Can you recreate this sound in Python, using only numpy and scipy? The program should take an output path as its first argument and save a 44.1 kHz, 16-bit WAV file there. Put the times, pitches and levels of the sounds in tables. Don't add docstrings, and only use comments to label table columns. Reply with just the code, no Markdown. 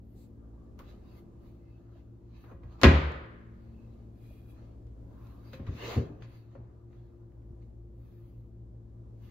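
import sys
import numpy as np
from scipy import signal
from scipy.fft import rfft, irfft, next_fast_len
from scipy.io import wavfile
from scipy.ndimage import uniform_filter1d

SR = 44100
rng = np.random.default_rng(int(sys.argv[2]) if len(sys.argv) > 2 else 0)


def generate_wav(signal):
    frames = np.transpose(np.atleast_2d(signal))
    scaled = np.clip(frames, -1, 1) * 32767
    pcm = np.round(scaled).astype(np.int16)
    wavfile.write(sys.argv[1], SR, pcm)


N = 410438

# f/Hz, left-right correlation
ROOM_IMAGE = [(60, 0.96), (130, 0.91), (290, .75), (640, 0.2), (1400, -0.33), (3100, .25), (7000, -.1),
              (9000, 0.12), (11000, 0.6), (15000, .8)]
CLOSE_IMAGE = [(60, 0.98), (200, .94), (380, .8), (700, 0.099), (1300, .3), (2400, .2), (4400, 0.12),
               (8000, -.5), (10500, -0.24), (15000, .85)]
# f/Hz, relative level/dB
ROOM_SPECTRUM = [(20, -13.5), (32, -5.5), (70, 0), (100, -12.5), (160, -9.5), (300, -11), (500, -17.5),
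                 (900, -31), (1600, -42), (2600, -50), (6500, -53), (8800, -49.5), (12000, -60),
                 (15500, -63)]
# f/Hz, start level/dB, end level/dB, pan/dB, waver/dB
HUM_PARTIALS = [(54.7, -66, -68, -4.5, 6.5), (112, -57, -52, 2.5, 1.5), (171, -70, -75.5, 2, -5),
                (226.15, -63.5, -70, 6.5, 3.5), (279, -68.5, -75, 6.5, -3), (335, -66, -73.5, -6.5, 2),
                (57, -59, -55, 2.5, 2.5), (117.1, -64.5, -57, -0.5, 2), (186.4, -68, -72, -1.5, 2.5),
                (347, -72, -76.5, 0.5, -5.5), (70, -59, -60.5, 2, 1), (42.6, -73, -71.5, -0.5, -0.5),
                (120, -71, -59, -0.5, 4), (117, -71.5, -69, 6, 0.5), (350, -77, -67, 5.5, 4)]
# f/Hz, relative level/dB
RUB_SPECTRUM = [(1500, -2.5), (2600, -0.5), (3300, -4.5), (4300, -3.5), (5400, -12.5), (6500, -11),
                (7800, -15.5), (9000, -32)]
SHEEN_SPECTRUM = [(7500, -30), (9500, -4), (11500, -0.5), (14000, -2.5), (15600, -4.5)]
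BODY_SPECTRUM = [(300, -19), (600, -0.5), (1100, -6.5), (1600, -13), (2200, -36)]
# f/Hz, width/Hz, boost/dB
RUB_PEAKS = [(1000, 55, 6), (1190, 100, 7.5), (1610, 50, 3.5), (1750, 50, 7), (2080, 80, 7),
             (2600, 100, 5.5), (2850, 32, 3.5), (3265, 70, 3.5), (3807, 60, 6), (4100, 22, 6.5),
             (4500, 130, 4.5), (6400, 240, 4.5)]
# t/s, level/dB, sheen offset/dB, body offset/dB
RUSTLE_BED = [(0, -104, 10, 9), (.45, -97.5, 2, 26), (.76, -98, 2, 21.5), (1.36, -86, -10, 11.5),
              (2.1, -89, -3, 11), (2.6, -95, -3, 15), (4.1, -90, -10, 13), (4.9, -100, 5.5, 21.5),
              (5.15, -94, 3.5, 18), (6.1, -79, -20, 10), (6.6, -87.5, -15, 10.5), (7.25, -96.5, 5, 22),
              (7.7, -102, 7, 18), (8.55, -102, 2, 14), (9.05, -100, -2, 21.5), (9.31, -100, 0, 12)]
# t/s at full level, rise/s, hold/s, fall/s, level/dB, sheen offset/dB, body offset/dB
RUB_STROKES = [(0.185, 0.19, .05, .1, -80, 8, -23), (0.793, 0.013, 0.005, 0.056, -68, 3, 12),
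               (0.894, 0.093, .01, 0.11, -63, -12, -1), (1.088, 0.16, .04, .1, -72.5, -9, 2),
               (1.174, .1, 0.019, .05, -68.5, -2, -8), (1.454, .1, 0.027, 0.18, -74.5, -4, -8),
               (1.71, .2, 0.1, .06, -81, -12, -1), (1.974, 0.22, .02, 0.093, -74.5, -15, 5.5),
               (2.36, .14, .02, .1, -71.5, -22, -8), (2.41, .1, .04, .1, -72.5, -3, -6),
               (2.5, 0.077, .02, 0.063, -77, -18, 20), (2.635, .03, .01, .05, -78.5, -17, 15),
               (2.726, 0.12, .02, .12, -70.5, -17, 8), (2.803, .04, .05, .1, -65.5, -16, 8),
               (3.62, 0.51, .38, .2, -79, -9, 0.5), (4.233, .15, .15, 0.18, -74, -1, -6),
               (4.5, 0.061, .01, .06, -75.5, 5, -8), (4.57, .15, 0.086, .2, -74.5, -22, 6),
               (5.117, 0.064, 0.33, .15, -81.5, -8, 14), (5.258, 0.2, .03, .3, -72, -1.5, 0),
               (5.47, .1, .05, 0.13, -68.5, -4, -2), (5.537, 0.02, .005, 0.057, -54, -10.5, -9),
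               (5.67, .015, 0.017, 0.035, -62.5, -35, 5), (5.857, 0.14, 0.087, .11, -43, -16.5, -2.5),
               (6.231, .035, 0.0046, .065, -61.5, -29, -3.5), (6.329, 0.14, 0.047, 0.11, -69.5, -4.5, -4),
               (6.521, .15, .03, 0.055, -76, -24.5, 4), (6.928, 0.071, .01, .4, -77.5, -17, 3),
               (7.62, .02, .01, .05, -78, -15, -8), (8.051, 0.17, 0.24, 0.3, -80, 1, 3),
               (9.245, 0.083, .06, .1, -69.5, -5, -5)]
# start/s, end/s, level/dB, f/Hz, width/Hz
SCRAPES = [(0.134, .29, -78.5, 4220, 1400), (0.135, 0.288, -71.5, 8100, 2000),
           (.50, .76, -76.5, 1130, 80.8), (.79, .84, -72, 1130, 150), (0.841, .95, -75, 3960, 150),
           (0.859, 0.997, -74, 1270, 150), (1.041, 1.125, -81, 3800, 120), (1.04, 1.2, -84, 4830, 200),
           (1.576, 1.747, -85, 2080, 90), (1.63, 1.82, -82, 2620, 120), (2.33, 2.40, -77, 2600, 150),
           (2.318, 2.398, -80, 3920, 200), (2.518, 2.80, -76, 1160, 150), (2.66, 2.80, -85, 4100, 200),
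           (3.696, 3.904, -81, 2600, 120), (5.081, 5.45, -70.5, 1050, 200), (5.43, 5.53, -73.5, 4700, 400),
           (5.859, 5.963, -48, 470, 80), (5.76, 6.002, -45.5, 430, 300), (5.772, 5.918, -53, 2790, 300),
           (6.22, 6.271, -75.5, 4500, 500), (6.277, 6.45, -79, 4500, 450)]
# f/Hz, width/Hz, relative level/dB
HINGE_MODES = [(2440, 106, 0), (3350, 110, -6.5), (3860, 255, -15), (4880, 250, -16), (6000, 173, -18),
               (7640, 250, -11.5), (9540, 250, -4.5), (11720, 193, -5.5), (14000, 300, -20)]
# t/s at full level, rise/s, hold/s, fall/s, level/dB
SQUEAKS = [(4.25, .12, 0.098, 0.32, -72.5), (4.504, .05, .01, .04, -72.5)]
# t/s, level/dB, f/Hz, t60/s
POPS = [(.799, -47, 1090, 0.051), (.935, -53, 640, 0.047), (1.037, -50, 400, .04), (1.222, -52, 600, .04),
        (1.956, -49, 644, 0.029), (2.514, -54, 900, .05), (4.307, -49, 597, 0.039),
        (4.622, -53, 550, 0.041), (5.536, -43, 524, 0.17), (5.964, -31, 295, 0.13),
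        (5.972, -34, 526, 0.099), (6.000, -40, 460, .12), (6.100, -39, 301, 0.13), (6.551, -40.5, 554, .06),
        (8.722, -57, 600, 0.031)]
# f/Hz, relative level/dB, t60/s
FLOOR_MODES = [(61, -10.5, 0.24), (84, -1.5, 0.25), (126, 1.5, .14), (167, -7.5, .15), (235, -1, .15),
               (344, -2, .2), (460, 1, 0.22)]
# t/s, level/dB, contact/ms
THUDS = [(2.536, -42, 7.4), (2.642, -39, 9.3), (5.539, -42, 5), (5.595, -32, 4.6), (5.677, -26, 8.9),
         (5.697, -29.5, 8.2), (5.741, -35.5, 3.9), (5.958, -29, 3.1), (5.967, -17, 5.34), (6.009, -30.5, 5),
         (6.100, -44, 4.2), (6.581, -43, 5.2), (7.496, -40.5, 6.4)]
# f/Hz, level/dB, t60/s
AIR_MODES = [(67.7, -11.4, .58), (72.4, -10.7, .37), (76.6, -5.3, .46)]
# f/Hz, level/dB, panel t60/s, room send/dB, room t60/s
RING_BANDS = [(200, -7.5, 0.2, -12.5, 1), (400, -1, 0.21, -10, 1), (802, -3.5, 0.14, -10, 0.74),
              (1180, -5, 0.17, -9, 1), (1800, -9, 0.39, -8, 1), (2600, -7.5, 0.14, -10, .75),
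              (3800, -11, .14, -11, 0.73), (5505, -17, .14, -9.5, 0.47), (7200, -16, 0.14, -12.5, 0.55),
              (9000, -22.5, 0.092, -14, 0.33), (11500, -13, 0.14, -13.5, 0.32), (14500, -19, .08, -14, .4)]
# f/Hz, relative level/dB, t60/s, pan/dB
CARCASS_MODES = [(117, -4, 0.33, 3), (150, -5, 0.67, 2), (168.3, 0, 0.22, 2), (182.9, -7, 0.38, 2),
                 (199.4, -9.5, 0.48, 0.5), (231.1, -0.5, 0.31, 1), (272, 1, .35, 1.5),
                 (340, -5.5, .2, -0.5), (364, -5.5, 0.23, 1), (391, -6, .35, 4), (475, -4.5, 0.33, -3),
                 (541.3, -2.5, 0.54, 3), (638, -11, 0.24, 0.5), (1015, -14.5, 0.28, 1.5),
                 (1063.5, -9, .35, -2.5), (1365, -14.5, 0.19, 2), (1652, -7.5, 0.18, -1),
                 (1927, -10.5, 0.36, 1), (2455, -9.5, .25, 0.5)]
# t/s, panel level/dB, hardness/Hz, carcass level/dB, panel pan/dB, panel t60 factor
KNOCKS = [(0.791, -56.5, 8000, -74, 0, 0.6), (0.801, -65, 1500, -62, 8, .5),
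          (2.440, -60, 1800, -64, 5, 0.98), (2.513, -57.5, 1450, -54, -1, 0.59),
          (2.634, -65.5, 2500, -62.5, -3, .4), (2.815, -38, 9000, -44.5, 1.5, 1),
          (2.8334, -16.5, 5050, -17, 0.5, 1), (2.842, -16, 2950, -21.5, 0, 0.7),
          (2.851, -31.5, 2518, -26.5, 14, 0.82), (2.862, -40, 1985, -22, 0, .9),
          (3.120, -57, 8000, -77, 1, 0.16), (4.869, -74, 8000, -85.5, 0, 0.27),
          (5.270, -69, 9000, -87.5, -7, .2), (5.533, -50.5, 4000, -56.5, 2, 0.55),
          (5.594, -52.5, 696, -49, 5, .5), (5.667, -52, 2530, -57, 2, 0.7),
          (5.686, -47.5, 350, -46, 4, 0.36), (5.963, -39.5, 400, -40, 4.5, 1),
          (5.975, -36, 400, -36, -0.5, 1), (6.223, -55, 4000, -68.5, 1.5, 0.45),
          (6.245, -66, 5000, -63, 1.5, .4), (6.551, -51.5, 698, -59.5, 1.5, .5),
          (6.930, -73.5, 2470, -85, -1, .4), (7.320, -76.5, 2500, -85, 0, 0.28),
          (7.420, -78.5, 2500, -86, 0, .3), (7.625, -77.5, 2000, -87, 0, .4)]
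# f/Hz, gain/dB
TREBLE_DIP = [(20, 0), (7000, 0), (8200, -7.5), (9300, -9), (10500, -3), (20000, 0)]


def amp(db):
    return 10 ** (np.asarray(db) / 20)


def unit_rms(x):
    return x / np.sqrt(np.mean(x ** 2) + 1e-20)


def curve_at(points, hz):
    f, value = np.transpose(points)
    return np.interp(np.log(hz + 1), np.log(f + 1), value)


def add(mix, start_s, sound):
    part = mix[:, round(start_s * SR):][:, :sound.shape[-1]]
    part += sound[..., :part.shape[-1]]


def pan(db):
    return amp(np.array([[db], [-db]]) / 2)


def resonance(hz, centre_hz, width_hz):
    return 1 / (1 + (2 * (hz - centre_hz) / width_hz) ** 2)


def drift(fastest_hz):
    t = np.arange(0, N + 256, 256) / SR
    rates = np.geomspace(.15, fastest_hz, 16)
    wander = sum(np.sin(2 * np.pi * (f * t + rng.random())) / np.sqrt(f) for f in rates)
    return np.interp(np.arange(N) / SR, t, unit_rms(wander))


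def swell(t, full_s, rise_s, hold_s, fall_s):
    before = np.maximum(full_s - t, 0)
    after = np.maximum(t - full_s - hold_s, 0)
    return amp(-20 * (before / rise_s + after / fall_s))


def stereo_spectra(image, size):
    hz = np.fft.rfftfreq(size, 1 / SR)
    shared, apart = rfft(rng.standard_normal((2, size)))
    alike = curve_at(image, hz)
    return hz, np.array([shared, alike * shared + np.sqrt(1 - alike ** 2) * apart])


def noise(spectrum, image, peaks=()):
    size = next_fast_len(N)
    hz, white = stereo_spectra(image, size)
    boost_db = sum(db * resonance(hz, f, width) for f, width, db in peaks)
    return unit_rms(irfft(white * amp(curve_at(spectrum, hz) + boost_db), size)[:, :N])


def dying_bands(image, levels_db, t60s, size):
    hz, white = stereo_spectra(image, size)
    t, out = np.arange(size) / SR, np.zeros((2, size))
    log_centres = np.log([row[0] for row in RING_BANDS])
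    for solo, db, t60 in zip(np.eye(len(RING_BANDS)), levels_db, t60s):
        band = np.interp(np.log(hz + 1), log_centres, solo) * (hz > 120)
        out += irfft(white * band, size) * amp(db - 60 * t / t60)
    return out / np.sqrt(2)


def dying_sines(modes, t):
    return [(-1) ** k * amp(db - 60 * t / t60) * np.sin(2 * np.pi * hz * t)
            for k, (hz, db, t60, *_) in enumerate(modes)]


def room_tone():
    level_db = -56.5 + 1.7 * drift(fastest_hz=3)
    return amp(level_db) * noise(ROOM_SPECTRUM, ROOM_IMAGE)


def motor_hum():
    t, out = np.arange(N) / SR, np.zeros((2, N))
    for hz, start_db, end_db, pan_db, waver_db in HUM_PARTIALS:
        level_db = start_db + (end_db - start_db) * t / t[-1] + waver_db * drift(fastest_hz=1.1)
        out += pan(pan_db) * amp(level_db) * np.sqrt(2) * np.sin(2 * np.pi * (hz * t + rng.random()))
    return out


def catch_and_slip(smooth):
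    spectrogram = signal.stft(smooth, nperseg=512, noverlap=256)[2]
    patches = rng.standard_normal((spectrogram.shape[2], spectrogram.shape[1]))
    patches = uniform_filter1d(patches, size=10, axis=0)
    patches = uniform_filter1d(patches, size=3, axis=1)
    gain_db = 3 * unit_rms(patches).T - 2.03
    return signal.istft(spectrogram * amp(gain_db), nperseg=512, noverlap=256)[1][:, :N]


def rubbing():
    t = np.arange(0, N + 64, 64) / SR
    times, bed_db, bed_sheen_db, bed_body_db = np.transpose(RUSTLE_BED)
    power = amp([np.interp(t, times, bed_db + offset) for offset in (0, bed_sheen_db, bed_body_db)]) ** 2
    for *timing, db, sheen_db, body_db in RUB_STROKES:
        power += (amp([[db], [db + sheen_db], [db + body_db]]) * swell(t, *timing)) ** 2
    rub_gain, sheen_gain, body_gain = (np.interp(np.arange(N) / SR, t, np.sqrt(p)) for p in power)
    rub = rub_gain * noise(RUB_SPECTRUM, CLOSE_IMAGE, RUB_PEAKS)
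    sheen = sheen_gain * noise(SHEEN_SPECTRUM, CLOSE_IMAGE)
    body = body_gain * noise(BODY_SPECTRUM, CLOSE_IMAGE, RUB_PEAKS)
    return catch_and_slip(rub + sheen + body)


def scrapes():
    out = np.zeros((2, N))
    for start_s, end_s, db, centre_hz, width_hz in SCRAPES:
        size = round((end_s - start_s) * SR)
        hz, white = stereo_spectra(CLOSE_IMAGE, size)
        band = irfft(white * resonance(hz, centre_hz, width_hz), size)
        add(out, start_s, amp(db) * unit_rms(band) * signal.windows.tukey(size, .7))
    return out


def hinge_squeak():
    size = next_fast_len(N)
    hz, white = stereo_spectra(CLOSE_IMAGE, size)
    metal = sum(amp(db) * resonance(hz, f, width) for f, width, db in HINGE_MODES)
    envelope = sum(amp(db) * swell(np.arange(N) / SR, *timing) for *timing, db in SQUEAKS)
    return envelope * unit_rms(irfft(white * metal, size))[:, :N]


def pops():
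    t, out = np.arange(6000) / SR, np.zeros((2, N))
    attack = 1 - np.exp(-t / .0018)
    for start_s, db, hz, t60 in POPS:
        add(out, start_s, pan(1.6) * amp(db - 60 * t / t60) * attack * np.sin(2 * np.pi * hz * t))
    return out


def thuds():
    out = np.zeros((2, N))
    floor = sum(dying_sines(FLOOR_MODES, np.arange(12000) / SR))
    for start_s, db, contact_ms in THUDS:
        push = np.hanning(round(contact_ms * SR / 1000))
        thud = signal.oaconvolve(floor, push)
        add(out, start_s, pan(1.2) * amp(db) * thud / abs(thud).max())
    return out


def cabinet_boom(start_s=2.854, rise_s=.028):
    t, out = np.arange(30000) / SR, np.zeros((2, N))
    air = sum(amp(db - 60 * t / t60) * np.sin(2 * np.pi * hz * t) for hz, db, t60 in AIR_MODES)
    attack = 1 - np.exp(-t / rise_s)
    add(out, start_s, -pan(.4) * air * attack)
    return out


def panel_ring(hardness_hz, t60_factor, size):
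    _, db, panel_t60, send_db, room_t60 = np.transpose(RING_BANDS)
    t = np.arange(size) / SR
    build_up = 1 - np.exp(-t / .0092)
    ring = build_up * dying_bands(ROOM_IMAGE, db + send_db, room_t60, size)
    crack = 1 + amp(.5 - 60 * t[:6000] / .012)
    add(ring, 0, crack * dying_bands(CLOSE_IMAGE, db, t60_factor * panel_t60, len(crack)))
    attack = 1 - np.exp(-(t * hardness_hz) ** 2)
    lowpass = signal.butter(2, hardness_hz, fs=SR)
    ring = signal.lfilter(*lowpass, ring * attack)
    onset_rms = np.sqrt(np.mean(ring[:, :400] ** 2))
    push = np.gradient(np.exp(-(2.5 * t * hardness_hz - 2) ** 2))
    return ring / onset_rms - 1.9 * push / abs(push).max()


def knocks():
    t, out = np.arange(30000) / SR, np.zeros((2, N))
    waves = dying_sines(CARCASS_MODES, t)
    attack = 1 - np.exp(-t / .0015)
    for start_s, panel_db, hardness_hz, carcass_db, pan_db, t60_factor in KNOCKS:
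        size = 40000 if panel_db > -30 else 12000
        add(out, start_s, pan(pan_db) * amp(panel_db) * panel_ring(hardness_hz, t60_factor, size))
        carcass = sum(pan(mode_pan_db) * wave / (1 + (hz / hardness_hz) ** 2)
                      for (hz, _, _, mode_pan_db), wave in zip(CARCASS_MODES, waves))
        add(out, start_s, amp(carcass_db) * carcass * attack)
    return out


def scene():
    background = room_tone() + motor_hum()
    friction = rubbing() + scrapes() + hinge_squeak()
    impacts = knocks() + cabinet_boom() + thuds() + pops()
    return background + friction + impacts


def record(dry):
    hz = np.linspace(0, SR / 2, 200)
    scoop = signal.firwin2(255, hz, amp(curve_at(TREBLE_DIP, hz)), fs=SR)
    high_cut = signal.firwin(511, cutoff=15750, window=("kaiser", 9), fs=SR)
    return signal.oaconvolve(dry, np.convolve(scoop, high_cut)[None], "same")


dry = scene()
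out = record(dry)
generate_wav(out)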